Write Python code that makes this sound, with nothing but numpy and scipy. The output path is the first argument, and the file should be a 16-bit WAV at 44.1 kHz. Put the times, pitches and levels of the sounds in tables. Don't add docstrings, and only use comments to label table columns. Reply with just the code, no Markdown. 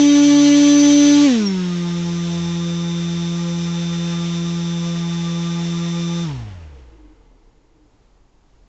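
import sys
import numpy as np
from scipy import signal
from scipy.fft import rfft, irfft
from scipy.io import wavfile

SR = 44100
rng = np.random.default_rng(int(sys.argv[2]) if len(sys.argv) > 2 else 0)


def store_pcm(level_fs):
    pcm = np.round(np.clip(level_fs, -1, 1) * 32767).astype(np.int16)
    wavfile.write(sys.argv[1], SR, np.atleast_2d(pcm).T)


N = 382768
TIME = np.arange(N) / SR

COAST_HZ, LOW_HZ, HIGH_HZ = 42, 85.25, 144.45
STEP_S, CUT_S = 1.256, 6.24

# time in seconds, offset of the shaft rate in Hz.
SPEED_DRIFT = [(.4, -.25), (1.25, .25), (2.2, .05), (4.3, -.05), (5.3, -.42), (6.2, -.1)]
# centre in seconds, half length in seconds, whine dip in dB.
TIMING_SLIPS = [(1.219, 0.095, 4), (2.124, .2, 7), (3.413, 0.064, 8), (3.615, .1, 4), (4.552, 0.099, 4)]
# order (multiple of the shaft rate), base level in dB at low
BLADE_HARMONICS = [(1, -37, 0.089), (2, -22, 2.6), (3, -55.5, 2.8), (5, -51.5, 0.13)]
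# time in seconds, level in dB.
OCTAVE_AT_HIGH = [(0.1, -30.5), (0.166, -27.5), (1.102, -26), (1.184, -35), (1.25, -26)]
OCTAVE_AT_LOW = [(1.7, -33), (1.91, -32.5), (3.62, -35), (3.7, -37), (4.44, -34), (4.86, -37.5),
                 (6.2, -33.5)]
# order, base level in dB at low throttle, the same at high throttle.
BUZZ_ENVELOPE = [(5.74, -45, -43.5), (7.84, -55, -39.5), (10, -52.5, -44.5), (12.5, -52.5, -41.5),
                 (13.95, -45, -43), (15.2, -52, -39.5), (20.2, -56, -42), (22, -53.5, -37),
                 (26.1, -58.5, -40), (30, -57.5, -40), (35.3, -59, -44), (40.3, -57, -56), (50, -62, -53.5),
                 (69.5, -59.5, -75.5)]
# frequency in Hz, density in dB per Hz at COAST_HZ, LOW_HZ and HIGH_HZ.
RUSH_SPECTRA = [(30.5, -74, -82, -72), (70, -66.5, -77, -67.5), (196, -79.5, -82.5, -75),
                (590, -85.5, -78.5, -71.5), (1310, -88, -80, -73), (2000, -91, -77.5, -69.5),
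                (2960, -90, -76, -65.5), (3670, -95.5, -73, -66.5), (4460, -96, -80.5, -66.5),
                (5240, -99.5, -80.5, -71.5), (5260, -95.5, -69.5, -65.5), (5900, -99, -81, -66.5),
                (6260, -99, -77.5, -64.5), (8100, -106, -91, -79)]
# order, level in dB before the throttle's offset.
MAGNET_HARMONICS = [(14, -58.5), (28, -53), (40, -57.5), (44, -49.5), (56, -49.5), (70, -43), (72, -58),
                    (78, -60.5), (80, -55.5), (84, -55), (86, -65), (88, -54.5), (90, -69)]
# frequency in Hz, width in Hz, peak density in dB per Hz.
FRAME_MODES = [(316, 100, -76), (444, 88, -76.5), (880, 190, -86.5), (2080, 130, -93)]
# frequency in Hz, density in dB per Hz.
VENTILATION_SPECTRUM = [(25, -74.5), (45, -76), (80, -83.5), (140, -84), (200, -90.5), (320, -88),
                        (600, -96.5), (900, -95.5), (1500, -104), (3000, -108), (7000, -111), (8000, -118)]
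# frequency in Hz, level in dB.
HUM_AND_WHISTLE = [(42, -61), (6850, -86.5)]
# driving order, frequency in Hz, width in Hz, level at resonance in dB,
# depth of shudder from 0 to 1.
STAND_MODES = [(1, 66, 18, -36, 0), (3, 322, 44, -34.5, .3), (12, 308, 26, -47, .7), (13, 312, 22, -51, .7),
               (26, 308, 34, -57, .7)]
# frequency in Hz, width in Hz, base level at resonance in dB.
BELL_MODE = (5570, 110, -30)
# order, level in dB relative to the mode's base level.
BELL_FORCES = [(49, -9), (56, 1.5)]


def undb(db):
    return 10 ** (np.asarray(db) / 20)


def curve(rows):
    return np.interp(TIME, *np.transpose(rows))


def walk(rate):
    steps = signal.resample_poly(rng.standard_normal(4096), up=8, down=1)
    return np.interp(TIME * rate * 8, np.arange(len(steps)), steps)


def tone(phase, db):
    return np.sqrt(2) * undb(db) * np.sin(phase)


def colour(white, hz, db):
    bins = np.maximum(np.fft.rfftfreq(N, 1 / SR), 1)
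    gain = undb(np.interp(np.log(bins), np.log(hz), db))
    return irfft(rfft(white) * gain * np.sqrt(SR / 2), N)


def ring(x, hz, width_hz):
    return signal.lfilter(*signal.iirpeak(hz, hz / width_hz, fs=SR), x)


def after(start_s, release_s=0.025):
    return np.clip((TIME - start_s) / release_s, 0, 1)


def slip_depth_db():
    return sum(db * np.exp(-((TIME - at) / half_s) ** 2) for at, half_s, db in TIMING_SLIPS)


def overspeed(settle_s=.145):
    return (HIGH_HZ - LOW_HZ) * np.exp(-np.maximum(TIME - STEP_S, 0) / settle_s)


def freewheel_db(full_drop_db=-16.5, half_drop_hz=2.2):
    excess_hz = overspeed()
    return after(STEP_S) * full_drop_db * excess_hz / (excess_hz + half_drop_hz)


def shaft_speed(drag_per_turn=.0308, friction_hz_per_s=7.2, slip_hz_per_db=.04):
    driven = LOW_HZ + overspeed() + curve(SPEED_DRIFT) + slip_hz_per_db * slip_depth_db()
    balance_hz = np.sqrt(friction_hz_per_s / drag_per_turn)
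    start = np.arctan(np.interp(CUT_S, TIME, driven) / balance_hz)
    coast = balance_hz * np.tan(start - drag_per_turn * balance_hz * np.maximum(TIME - CUT_S, 0))
    return np.where(TIME < CUT_S, driven, coast)


def blade_tones(speed, angle, wobble_db_per_s=-1.5, stall_hz=26.7):
    coast_db = 20 * np.log10(np.minimum(speed / LOW_HZ, 1))
    octave_db = curve([*OCTAVE_AT_HIGH, *OCTAVE_AT_LOW]) + 2.8 * coast_db + 0.44 * walk(15)
    out = tone(4 * angle + np.pi / 2, octave_db)
    for order, db, power in BLADE_HARMONICS:
        db = db + power * 20 * np.log10(speed / LOW_HZ)
        if order == 1:
            db = db + wobble_db_per_s * TIME + 0.61 * freewheel_db()
        if order % 2:
            db = db + 1.5 * walk(6.6) + 2 * coast_db
        out = out + tone(order * angle + np.pi / 2, db)
    return out / (1 + (stall_hz / speed) ** 4)


def blade_puffs(speed, angle, db=-44.5, knee_hz=28.):
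    puffs = np.cos(2 * angle) + 0.12 * np.cos(4 * angle)
    return undb(db) * np.sqrt(2) * puffs * np.tanh(speed / knee_hz) ** 2


def eddy_buzz(speed, angle, eddy_rate=9., steady=0.34, odd_db=-15.0, coast_power=2.25):
    orders, low_db, high_db = np.transpose(BUZZ_ENVELOPE)
    throttle = np.clip(np.log(speed / LOW_HZ) / np.log(HIGH_HZ / LOW_HZ), 0, 1)
    out = 0
    for order in [*range(6, 72, 2), *range(7, 25, 2)]:
        low, high = np.interp(order, orders, low_db), np.interp(order, orders, high_db)
        rate = eddy_rate if order % 2 else eddy_rate + 1.1 * order
        phase = order * angle + rng.uniform(0, 2 * np.pi)
        harmonic = (steady + walk(rate)) * np.cos(phase) + walk(rate) * np.sin(phase)
        out = out + harmonic * undb(low + throttle * (high - low) + odd_db * (order % 2))
    out = out + 0.63 * ring(out, hz=895.0, width_hz=110)
    return out * np.minimum(speed / LOW_HZ, 1) ** coast_power / np.sqrt(1 + steady ** 2 / 2)


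def air_rush(speed, angle, power=2.73, throb=0.11, gust_db=0.75):
    hz, *spectra = np.transpose(RUSH_SPECTRA)
    settings = [COAST_HZ, LOW_HZ, HIGH_HZ]
    white = rng.standard_normal(N) * (1 + throb * np.cos(2 * angle)) * undb(gust_db * walk(20))
    out = 0
    for setting, db, pick in zip(settings, spectra, np.eye(len(settings))):
        crossfade = np.interp(speed, settings, pick)
        out = out + crossfade * (speed / setting) ** power * colour(white, hz, db)
    return out


def motor_whine(angle, switchings_per_turn=42, jitter_rad=0.42):
    stepped_down, current_db = after(STEP_S), freewheel_db()
    whine_db = np.interp(stepped_down, [0, 1], [-28, -39]) + current_db - slip_depth_db()
    whine_db = whine_db + 0.17 * walk(8) + .5 * walk(60)
    magnet_db = np.interp(stepped_down, [0, 1], [-6, -2.5]) + current_db
    out = tone(switchings_per_turn * angle, whine_db)
    for order, db in MAGNET_HARMONICS:
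        phase = order * angle + jitter_rad * walk(70)
        out = out + tone(phase, db + magnet_db - 0.5 * walk(35))
    return out * (1 - after(CUT_S)) ** 2


def bearings(speed, angle, knee_hz=21.8, scuff=0.27):
    contact = (1 + scuff * np.cos(angle)) * np.tanh(speed / knee_hz) ** 2
    rub = rng.standard_normal(N) * np.sqrt(SR / 2) * contact
    return sum(undb(db) * ring(ring(rub, hz, width), hz, width) for hz, width, db in FRAME_MODES)


def ventilation():
    air = colour(rng.standard_normal(N), *np.transpose(VENTILATION_SPECTRUM)) * undb(.7 * walk(5.4))
    return air + sum(tone(2 * np.pi * hz * TIME, db + 2 * walk(8.4)) for hz, db in HUM_AND_WHISTLE)


def wall_echo(x, t60_s=.3, gap_s=.004, wet_db=-11.5):
    age = TIME[:SR // 2]
    tail = rng.standard_normal(len(age)) * undb(-60 * age / t60_s) * (age > gap_s)
    return undb(wet_db) * signal.fftconvolve(x, tail / np.linalg.norm(tail))[:N]


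def bell_chirps(angle, flutter_db=4.0):
    hz, width_hz, base_db = BELL_MODE
    pull = sum(tone(order * angle, base_db + db + flutter_db * walk(60)) for order, db in BELL_FORCES)
    return ring(ring(pull, hz, width_hz), hz, 10 * width_hz)


def stand_shudder(angle):
    out = 0
    for order, hz, width_hz, db, shudder in STAND_MODES:
        shake = tone(order * angle, db) * (1 + shudder * walk(60))
        out = out + ring(ring(shake, hz, width_hz), hz, width_hz)
    return out


def scene(hunt=0.00027, turbulence_db=0.62):
    speed = shaft_speed() * (1 + hunt * walk(25))
    angle = 2 * np.pi * np.cumsum(speed) / SR
    air = eddy_buzz(speed, angle) + air_rush(speed, angle)
    air = air * undb(turbulence_db * walk(2.3))
    bright = air + motor_whine(angle) + bell_chirps(angle)
    propeller = blade_tones(speed, angle) + blade_puffs(speed, angle)
    body = propeller + stand_shudder(angle) + bearings(speed, angle)
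    return (body + bright + wall_echo(bright) + ventilation())[None]


def record(dry):
    return signal.sosfilt(signal.cheby1(12, .1, 7700, fs=SR, output="sos"), dry)


dry = scene()
out = record(dry)
store_pcm(out)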